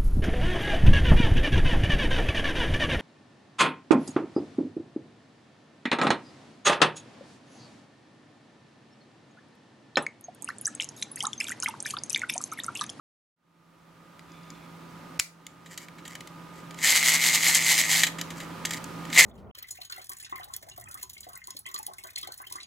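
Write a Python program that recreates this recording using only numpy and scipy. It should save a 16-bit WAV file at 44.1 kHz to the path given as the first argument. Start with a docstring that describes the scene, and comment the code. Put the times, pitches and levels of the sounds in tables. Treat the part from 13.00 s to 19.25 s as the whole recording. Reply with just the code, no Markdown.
"""A printed plastic gear ball is handled close by: a gear on a steel bearing is eased into its socket
and seats with a snap, the teeth tick as the ball is turned over, then it is flicked into a whirring,
rattling spin, caught, and flicked again. Impacts and friction excite the damped modes of its core, gears
and bearings. A fan hums in the small room; its sound swells slowly and dips at the snap."""
import sys
import numpy as np
from scipy import signal
from scipy.fft import rfft, irfft, next_fast_len
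from scipy.io import wavfile
from scipy.ndimage import map_coordinates

SR = 44100
rng = np.random.default_rng(int(sys.argv[2]) if len(sys.argv) > 2 else 0)


def waveform_to_disk(signal):
    """Save audio, clipped to [-1, 1], as 16-bit WAV at the path in sys.argv[1]."""
    frames = np.transpose(np.atleast_2d(signal))
    scaled = np.clip(frames, -1, 1) * 32767
    samples = np.round(scaled).astype(np.int16)
    wavfile.write(sys.argv[1], SR, samples)


N = 275625
TIME = np.arange(N) / SR

# Modes of a gear disc, of tooth edges and bearings, and of the core with a hand closed round it.
# Each row: frequency in Hz, bandwidth in Hz, gain in dB.
GEAR_MODES = [(3050, 460, -1), (3994, 180, -0.5)]
EDGE_MODES = [(4660, 560, -1), (6230, 970, -1.5), (7420, 800, 2), (9840, 770, -8.5), (11550, 1300, -9)]
CUPPED_MODES = [(900, 740, -16.5), (1856, 242, 4), (2210, 380, 0.5)]
# Impacts of the bearing as it seats. 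Each row: start in seconds, decay time in seconds, relative dB.
SNAP_IMPACTS = [(2.1937, .003, -31), (2.1971, 0.0025, -20), (2.1987, 0.0012, -25)]


def amp(db):
    """Amplitude grows tenfold for every 20 dB."""
    return 10 ** (np.asarray(db) / 20)


def unit(x):
    """Normalisation to an rms of 1."""
    return x / np.sqrt(np.mean(x ** 2) + 1e-20)


def along(points, hz):
    """Interpolation of (Hz, value) points on a logarithmic frequency axis."""
    freqs, values = np.transpose(points)
    return np.interp(np.log(hz + 1), np.log(freqs), values)


def wobble(rate):
    """Smooth random fluctuation through `rate` knots a second."""
    return map_coordinates(rng.standard_normal(int(N * rate / SR) + 4), [TIME * rate])


def bell(offset, width):
    """A swell whose power is a Gaussian with standard deviation `width`."""
    return np.exp(-(offset / (2 * width)) ** 2)


def add(track, start_s, sound):
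    """Superposition: a sound adds to the track from its start time on."""
    part = track[round(start_s * SR):][:len(sound)]
    part += sound[:len(part)]


def filtered(x, response):
    """Linear filtering: the spectrum is multiplied by a frequency response."""
    n = x.shape[-1]
    padded = next_fast_len(n + n // 8)
    return irfft(rfft(x, padded) * response(np.fft.rfftfreq(padded, 1 / SR)), padded)[..., :n]


def ring(x, modes):
    """Forced response of damped modes (Hz, bandwidth in Hz, dB) of alternating polarity."""
    return filtered(x, lambda f: sum((-1) ** k * amp(db) * 1j * f * width
                                     / (hz * hz - f * f + 1j * f * width)
                                     for k, (hz, width, db) in enumerate(modes)))


def ring_in_step(x, modes):
    """Forced response of damped modes that share one polarity."""
    return sum(ring(x, [mode]) for mode in modes)


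def grains(rate, spread_db, size=N):
    """Shot noise: tiny impacts of uneven strength at random moments, `rate` a second on average."""
    hits = rng.random(size) < rate / SR
    signs = np.sign(rng.standard_normal(size))
    return hits * signs * amp(spread_db * np.clip(rng.standard_normal(size), -2, 2))


def contact(decay_s, modes):
    """Impact excitation: a dying chatter rings the modes, with the energy of 10 ms at rms 1."""
    t = np.arange(SR // 20) / SR
    envelope = np.exp(-t / max(decay_s, 1e-4)) * (1 - np.exp(-t / .0005))
    chatter = grains(rate=15000, spread_db=-2.5, size=len(t)) * envelope
    return unit(ring(chatter, modes)) / np.sqrt(len(t) / (SR // 100))


def fan_swell():
    """Exponential approach to full level, from silence and again from a dip just before the snap."""
    start_s, dip_s, time_constant_s, dip_share = .36, 2.182, 9.64, 0.036
    first = 1 - np.exp(-np.maximum(TIME - start_s, 0) / time_constant_s)
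    again = 1 - (1 - dip_share) * np.exp(-(TIME - dip_s) / time_constant_s)
    return np.where(TIME < dip_s, first, again)


def fan():
    """Turbulent air gives broadband noise; the periodic motion of motor and blades gives tones."""
    # Spectrum of the air. Each row: frequency in Hz, relative spectral density in dB.
    air_spectrum = [(25, -24.5), (60, -19), (100, -13), (166, -7), (200, -10), (285, -5.5), (450, -16),
                    (520, -12.5), (730, -17), (880, -13.5), (1100, -16), (1250, -13), (1610, -18.5),
                    (14400, -41)]
    # Motor and blade tones. Each row: frequency in Hz, level in dB against the air.
    partials = [(140.4, -34), (166.3, -3), (175.8, -15), (248.5, -26.5), (280.7, -22.5), (527.6, -21.5),
                (877.5, -20), (985, -16.5), (1161.5, -18.5), (1231.7, -10), (1302, -29)]
    # Likeness of the air noise at the two ears. Each row: frequency in Hz, correlation from 0 to 1.
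    coherence = [(60, 0.88), (150, 0.88), (380, 0.68), (950, 0.4), (2380, 0.67), (5980, 0.49),
                 (15000, 0.83)]

    def mid_side_response(hz):
        """The lower the coherence, the more power goes to the difference between the ears."""
        angle = np.arccos(np.clip(along(coherence, hz), -1, 1)) / 2
        return amp(along(air_spectrum, hz)) * [np.cos(angle), np.sin(angle)]

    mid, side = filtered(rng.standard_normal((2, N)), mid_side_response)
    air = unit(np.array([mid + side, mid - side]))
    rotor_time = TIME + np.cumsum(0.00089 * wobble(3.014)) / SR  # all tones waver in pitch together
    tones = sum(amp(db + 1.7 * wobble(5.6)) * np.sin(2 * np.pi * (hz * rotor_time + rng.random()))
                for hz, db in partials)
    pan_right = amp([[-1.15], [1.15]])
    return amp(-32) * fan_swell() * (air + np.sqrt(2) * tones) * pan_right


def clicks():
    """Single impacts excite the modes of core, gear and edges; the steel axle rings higher."""
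    # Knocks of teeth and bearings.
    # Each row: start in seconds, decay time in seconds, relative level in dB, brightness in dB.
    knocks = [(1.193, 0.0014, -52.5, -3.5), (1.502, .003, -53.5, -3), (2.466, 0.0024, -42, 2),
              (2.659, 0.013, -48, -1.5), (2.7755, .0056, -37.5, 3.5), (2.884, 0.0019, -49.5, -6),
              (2.9826, .012, -50, -4), (3.051, 0.012, -42, -1), (3.078, 0.0031, -43.5, 3),
              (3.152, 0.0035, -39.5, -1), (3.206, 0.0036, -43, -1), (3.273, 0.0027, -47, 1.5),
              (3.708, 0.0031, -46, -0.5), (3.744, 0.0019, -48, 0), (3.787, 0.0029, -43, -2),
              (3.974, 0.0052, -27, -5), (4.547, 0.0068, -24.5, 9), (5.0334, 0.0063, -15.5, -2),
              (5.0665, 0.0097, -25.5, 0), (5.1846, .013, -34.5, -2), (5.212, .0035, -31.5, 2.5),
              (5.3033, .011, -39, -0.5), (5.401, 0.0091, -38, -2.5), (5.651, 0.0019, -29, -2),
              (5.6541, 0.0037, -32, 6.5), (5.667, 0.0068, -38, -2), (5.707, 0.005, -31, 1),
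              (5.733, .008, -34, 2), (5.841, 0.0027, -46, 9), (6.052, 0.0027, -44, -1.5),
              (6.101, 0.0033, -42, -1), (6.128, 0.0063, -30, -2.5), (6.16, 0.006, -23, -3)]
    # The axle finds its hole. Each row: start in seconds, relative level in dB.
    axle_ticks = [(1.1945, -58), (1.3184, -55), (1.4331, -58), (1.5033, -44)]
    # Modes of the steel bearing. Each row: frequency in Hz, bandwidth in Hz, gain in dB.
    axle_modes = [(4820, 110, 0.5), (6300, 160, -13), (6980, 120, -7.5)]
    track = np.zeros(N)
    for start, decay, db, bright_db in knocks:
        parts = (-3.5 - bright_db, CUPPED_MODES), (-3.5, GEAR_MODES), (-2.5 + bright_db, EDGE_MODES)
        add(track, start, sum(amp(db + part_db) * contact(decay, modes) for part_db, modes in parts))
    for start, db in axle_ticks:
        add(track, start, amp(db - 2.5) * contact(0.00056, axle_modes))
    return track


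def slide():
    """Sliding friction: steel rubs softly over the printed ridges of the socket."""
    # Envelope of the rub. Each row: time in seconds, level in dB.
    envelope = [(1.22, -85), (1.3, -60.5), (1.5, -61), (1.65, -61), (1.8, -85)]
    ridges = grains(rate=2000, spread_db=2)
    rub = unit(ring_in_step(ridges, [(2400, 370, -1.2), (3440, 160, -0.87)]))
    return amp(np.interp(TIME, *np.transpose(envelope), left=-np.inf, right=-np.inf)) * rub


def snap():
    """Impulse response: the bearing jumps home with a crack, the socket rings and the hands thump."""
    # Modes of the socket. Each row: frequency in Hz, bandwidth in Hz, gain in dB.
    socket_modes = [(2250, 340, 9.5), (2720, 400, -8), (3220, 250, -14), (4040, 180, 9), (5370, 190, 11),
                    (6300, 250, -3), (7150, 620, 6), (7600, 250, 1), (10400, 1500, -6), (12200, 170, 0)]
    crack_modes = [(1590, 1200, -6), (2850, 1900, -4), (7300, 1700, -1)]
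    track = np.zeros(N)
    socket = unit(ring(signal.unit_impulse(SR // 100), socket_modes))
    for start, decay, db in SNAP_IMPACTS:
        add(track, start, amp(db - 2.5) * socket)
        add(track, start, amp(db - 4.0) * contact(decay, crack_modes))
    thump = unit(ring(signal.unit_impulse(SR // 25), [(75, 54, 0)]))
    add(track, 2.192, amp(-47.5) * thump)
    return track


def snap_to_walls():
    """Radiation in all directions: the snap leaves the hands smeared and a little duller."""
    modes = [(2170, 600, 1.4), (4800, 1000, -1.2), (7550, 1900, -0.38)]
    track = np.zeros(N)
    add(track, SNAP_IMPACTS[1][0], amp(-18.5) * contact(0.0033, modes))
    return track


def rolling():
    """Loose teeth collide as the fingers turn the gears, exciting gears and cupped core alike."""
    # Pushes of the fingers. Each row: centre in seconds, half-width in seconds, relative level in dB.
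    nudges = [(2.73, 0.014, -48.5), (2.823, 0.015, -49.5), (3.12, 0.014, -48.5), (3.58, 0.021, -55.5),
              (3.806, 0.012, -42), (3.851, 0.0093, -20.5), (5.378, .008, -45), (5.425, 0.013, -46.5),
              (5.725, 0.015, -35.5), (5.773, 0.006, -42.5), (6.142, 0.0069, -32)]
    level = sum(amp(db) * bell(TIME - centre, width) for centre, width, db in nudges)
    ticks = grains(rate=550, spread_db=-1)
    gears = unit(ring(ticks, GEAR_MODES + EDGE_MODES))
    core = unit(ring(ticks, CUPPED_MODES))
    return level * (amp(-2) * gears + amp(-2.5) * core)


def spin_motion():
    """Friction slows the flicked ball uniformly; each passing gear modulates the amplitude."""
    # Each row is a flick: time at full speed and time of the catch in seconds, gear passes per second,
    # relative level in dB, core knock in dB, starting point in the pass and hand cupping from 0 to 1.
    flicks = np.array([(3.848, 5.02, 5.74, -18, -7, 0.97, 0.06), (6.184, 6.4, 6, -12.5, -3, 0.53, 0.55)])
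    slowing_per_s2, cupping_per_s2, teeth_per_pass = 1.79, 0.61, 27
    rise_db_per_s, fade_db_per_s, brake_db_per_s = 500, 1.47, 400
    current = np.searchsorted(flicks[:-1, 1] + .5, TIME)
    start, caught, speed, db, knock_db, first_point, first_cupping = flicks[current].T
    age = TIME - start
    free_run = np.clip(age, 0, caught - start)
    passes = first_point + speed * age - slowing_per_s2 * free_run ** 2 / 2
    braking_db = brake_db_per_s * np.maximum(TIME - caught, 0)
    level = amp(db + rise_db_per_s * np.minimum(age, 0) - fade_db_per_s * free_run - braking_db)
    # In every pass the gears swell into mesh, then clash as the slack is taken up.
    mesh_point, clash_point, floor_db = 0.25, 0.6, -9.5
    mesh = bell((passes - mesh_point + .5) % 1 - .5, width=0.12)
    clash = amp(2) * bell((passes - clash_point + .5) % 1 - .5, width=0.042)
    uneven = amp(1.1 * wobble(55))  # printed teeth never mesh twice alike
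    surge = np.sqrt(amp(floor_db) ** 2 + mesh ** 2 + clash ** 2) * uneven
    coast = level * surge ** 0.17  # follows only a small share of the swing in dB
    tooth_hz = teeth_per_pass * (speed - slowing_per_s2 * free_run)
    cupping = np.clip(first_cupping + cupping_per_s2 * free_run ** 2, 0, 1)  # the hand closes
    return level * surge, coast, amp(knock_db) * coast, level * clash, tooth_hz, cupping


def spin():
    """Gear noise: meshing teeth knock the core while bearings rattle. Returns mid and side signals."""
    # Rattle of bearings and teeth. Each row: frequency in Hz, relative spectral density in dB.
    rattle_spectrum = [(150, -30), (400, -25.5), (800, -8), (1500, -8.5), (2000, 8), (2550, -5),
                       (3100, -0.5), (4200, 2), (5600, -2.5), (6600, -0.5), (7900, -2), (8600, -2),
                       (10400, -7), (12000, -5.5), (15500, -18.5)]
    # Modes of the hollow core and of the loose balls in the bearings.
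    # Each row: frequency in Hz, bandwidth in Hz, gain in dB.
    core_modes = [(1850, 690, -4), (2126, 75, 9), (2107, 92, 7.5), (2120, 52, -11.5)]
    ball_modes = [(7664, 106, -0.5), (6470, 220, -5)]
    drive, coast, knock_level, clash, tooth_hz, cupping = spin_motion()
    phase = np.cumsum(tooth_hz * np.exp(.16 * wobble(90))) / SR  # backlash makes the beat uneven
    teeth = np.diff(np.floor(phase), prepend=0) * amp(3 * np.clip(rng.standard_normal(N), -2, 2))
    pressure = amp(1.5 * np.cos(2 * np.pi * phase) + 1.2 * wobble(200))
    contacts = pressure * grains(rate=7000, spread_db=1.0, size=(2, N))  # spread all round the ball
    scrape, side = unit(filtered(contacts, lambda hz: amp(along(rattle_spectrum, hz))))
    chatter = unit(ring(grains(rate=1100, spread_db=7), GEAR_MODES + EDGE_MODES))
    ping = unit(ring(grains(rate=130, spread_db=4), ball_modes))
    blows = unit(teeth) + .4 * unit(grains(rate=1500, spread_db=3))
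    open_core = np.sqrt(1 - cupping) * unit(ring_in_step(blows, core_modes))
    cupped_core = np.sqrt(cupping) * unit(ring(blows, CUPPED_MODES))
    snags = amp(-22) * coast * unit(ring(grains(rate=37, spread_db=2), GEAR_MODES + EDGE_MODES))
    rattle = drive * (amp(-2.5) * scrape + amp(-6.0) * chatter)
    balls = (amp(-14) * coast + amp(-15) * clash) * ping
    knocks = knock_level * amp(1.8 * wobble(50)) * (open_core + cupped_core)
    return rattle + knocks + snags + balls, amp(-17) * drive * side


def scatter(x):
    """Scattering by hands and table shifts the phase between the ears, differently at each frequency."""
    lag = np.arange(-SR // 100, SR // 100 + 1) / SR
    paths = rng.standard_normal(len(lag)) * np.exp(-np.abs(lag) / .001)
    paths = paths - paths[::-1]  # an odd response leaves both ears equally loud
    side = signal.fftconvolve(x, paths / np.linalg.norm(paths), "same")
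    return np.array([side, -side])


def room(x):
    """Reverberation: wall reflections form an exponentially decaying tail, different in each ear."""
    # Each row: frequency in Hz, time in seconds to decay by 60 dB.
    reverb_times = [(200, 0.6), (2000, 0.25), (7000, 0.25), (14000, 0.26)]
    hz, t, noise = signal.stft(rng.standard_normal((2, SR // 2)), SR, nperseg=256)
    decay = amp(-60 * t / along(reverb_times, hz)[:, None])
    tail = signal.istft(noise * decay, SR, nperseg=256)[1]
    return signal.fftconvolve(x[None], tail / np.linalg.norm(tail[0]), axes=1)[:, :N]


def scene():
    """Superposition of the ball's direct, scattered and reflected sound with the fan further off."""
    whirr, whirr_side = spin()
    handling = slide() + clicks() + rolling() + whirr
    direct = handling + snap()
    width = amp(-15) * scatter(direct) + np.array([whirr_side, -whirr_side])
    reverberation = amp(-10.5) * room(handling + snap_to_walls())
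    pan_left = amp([[.25], [-.25]])
    return amp(-1.2) * (direct + width + reverberation) * pan_left + fan()


def record(dry):
    """Soft saturation rounds the loudest peaks; a steep low-pass filter limits the band."""
    ceiling, cutoff_hz = .85, 15950
    rounded = dry / (1 + (dry / ceiling) ** 4) ** .25
    return filtered(rounded, lambda hz: 1 / (1 + (hz / cutoff_hz) ** 200))


dry = scene()
out = record(dry)
waveform_to_disk(out)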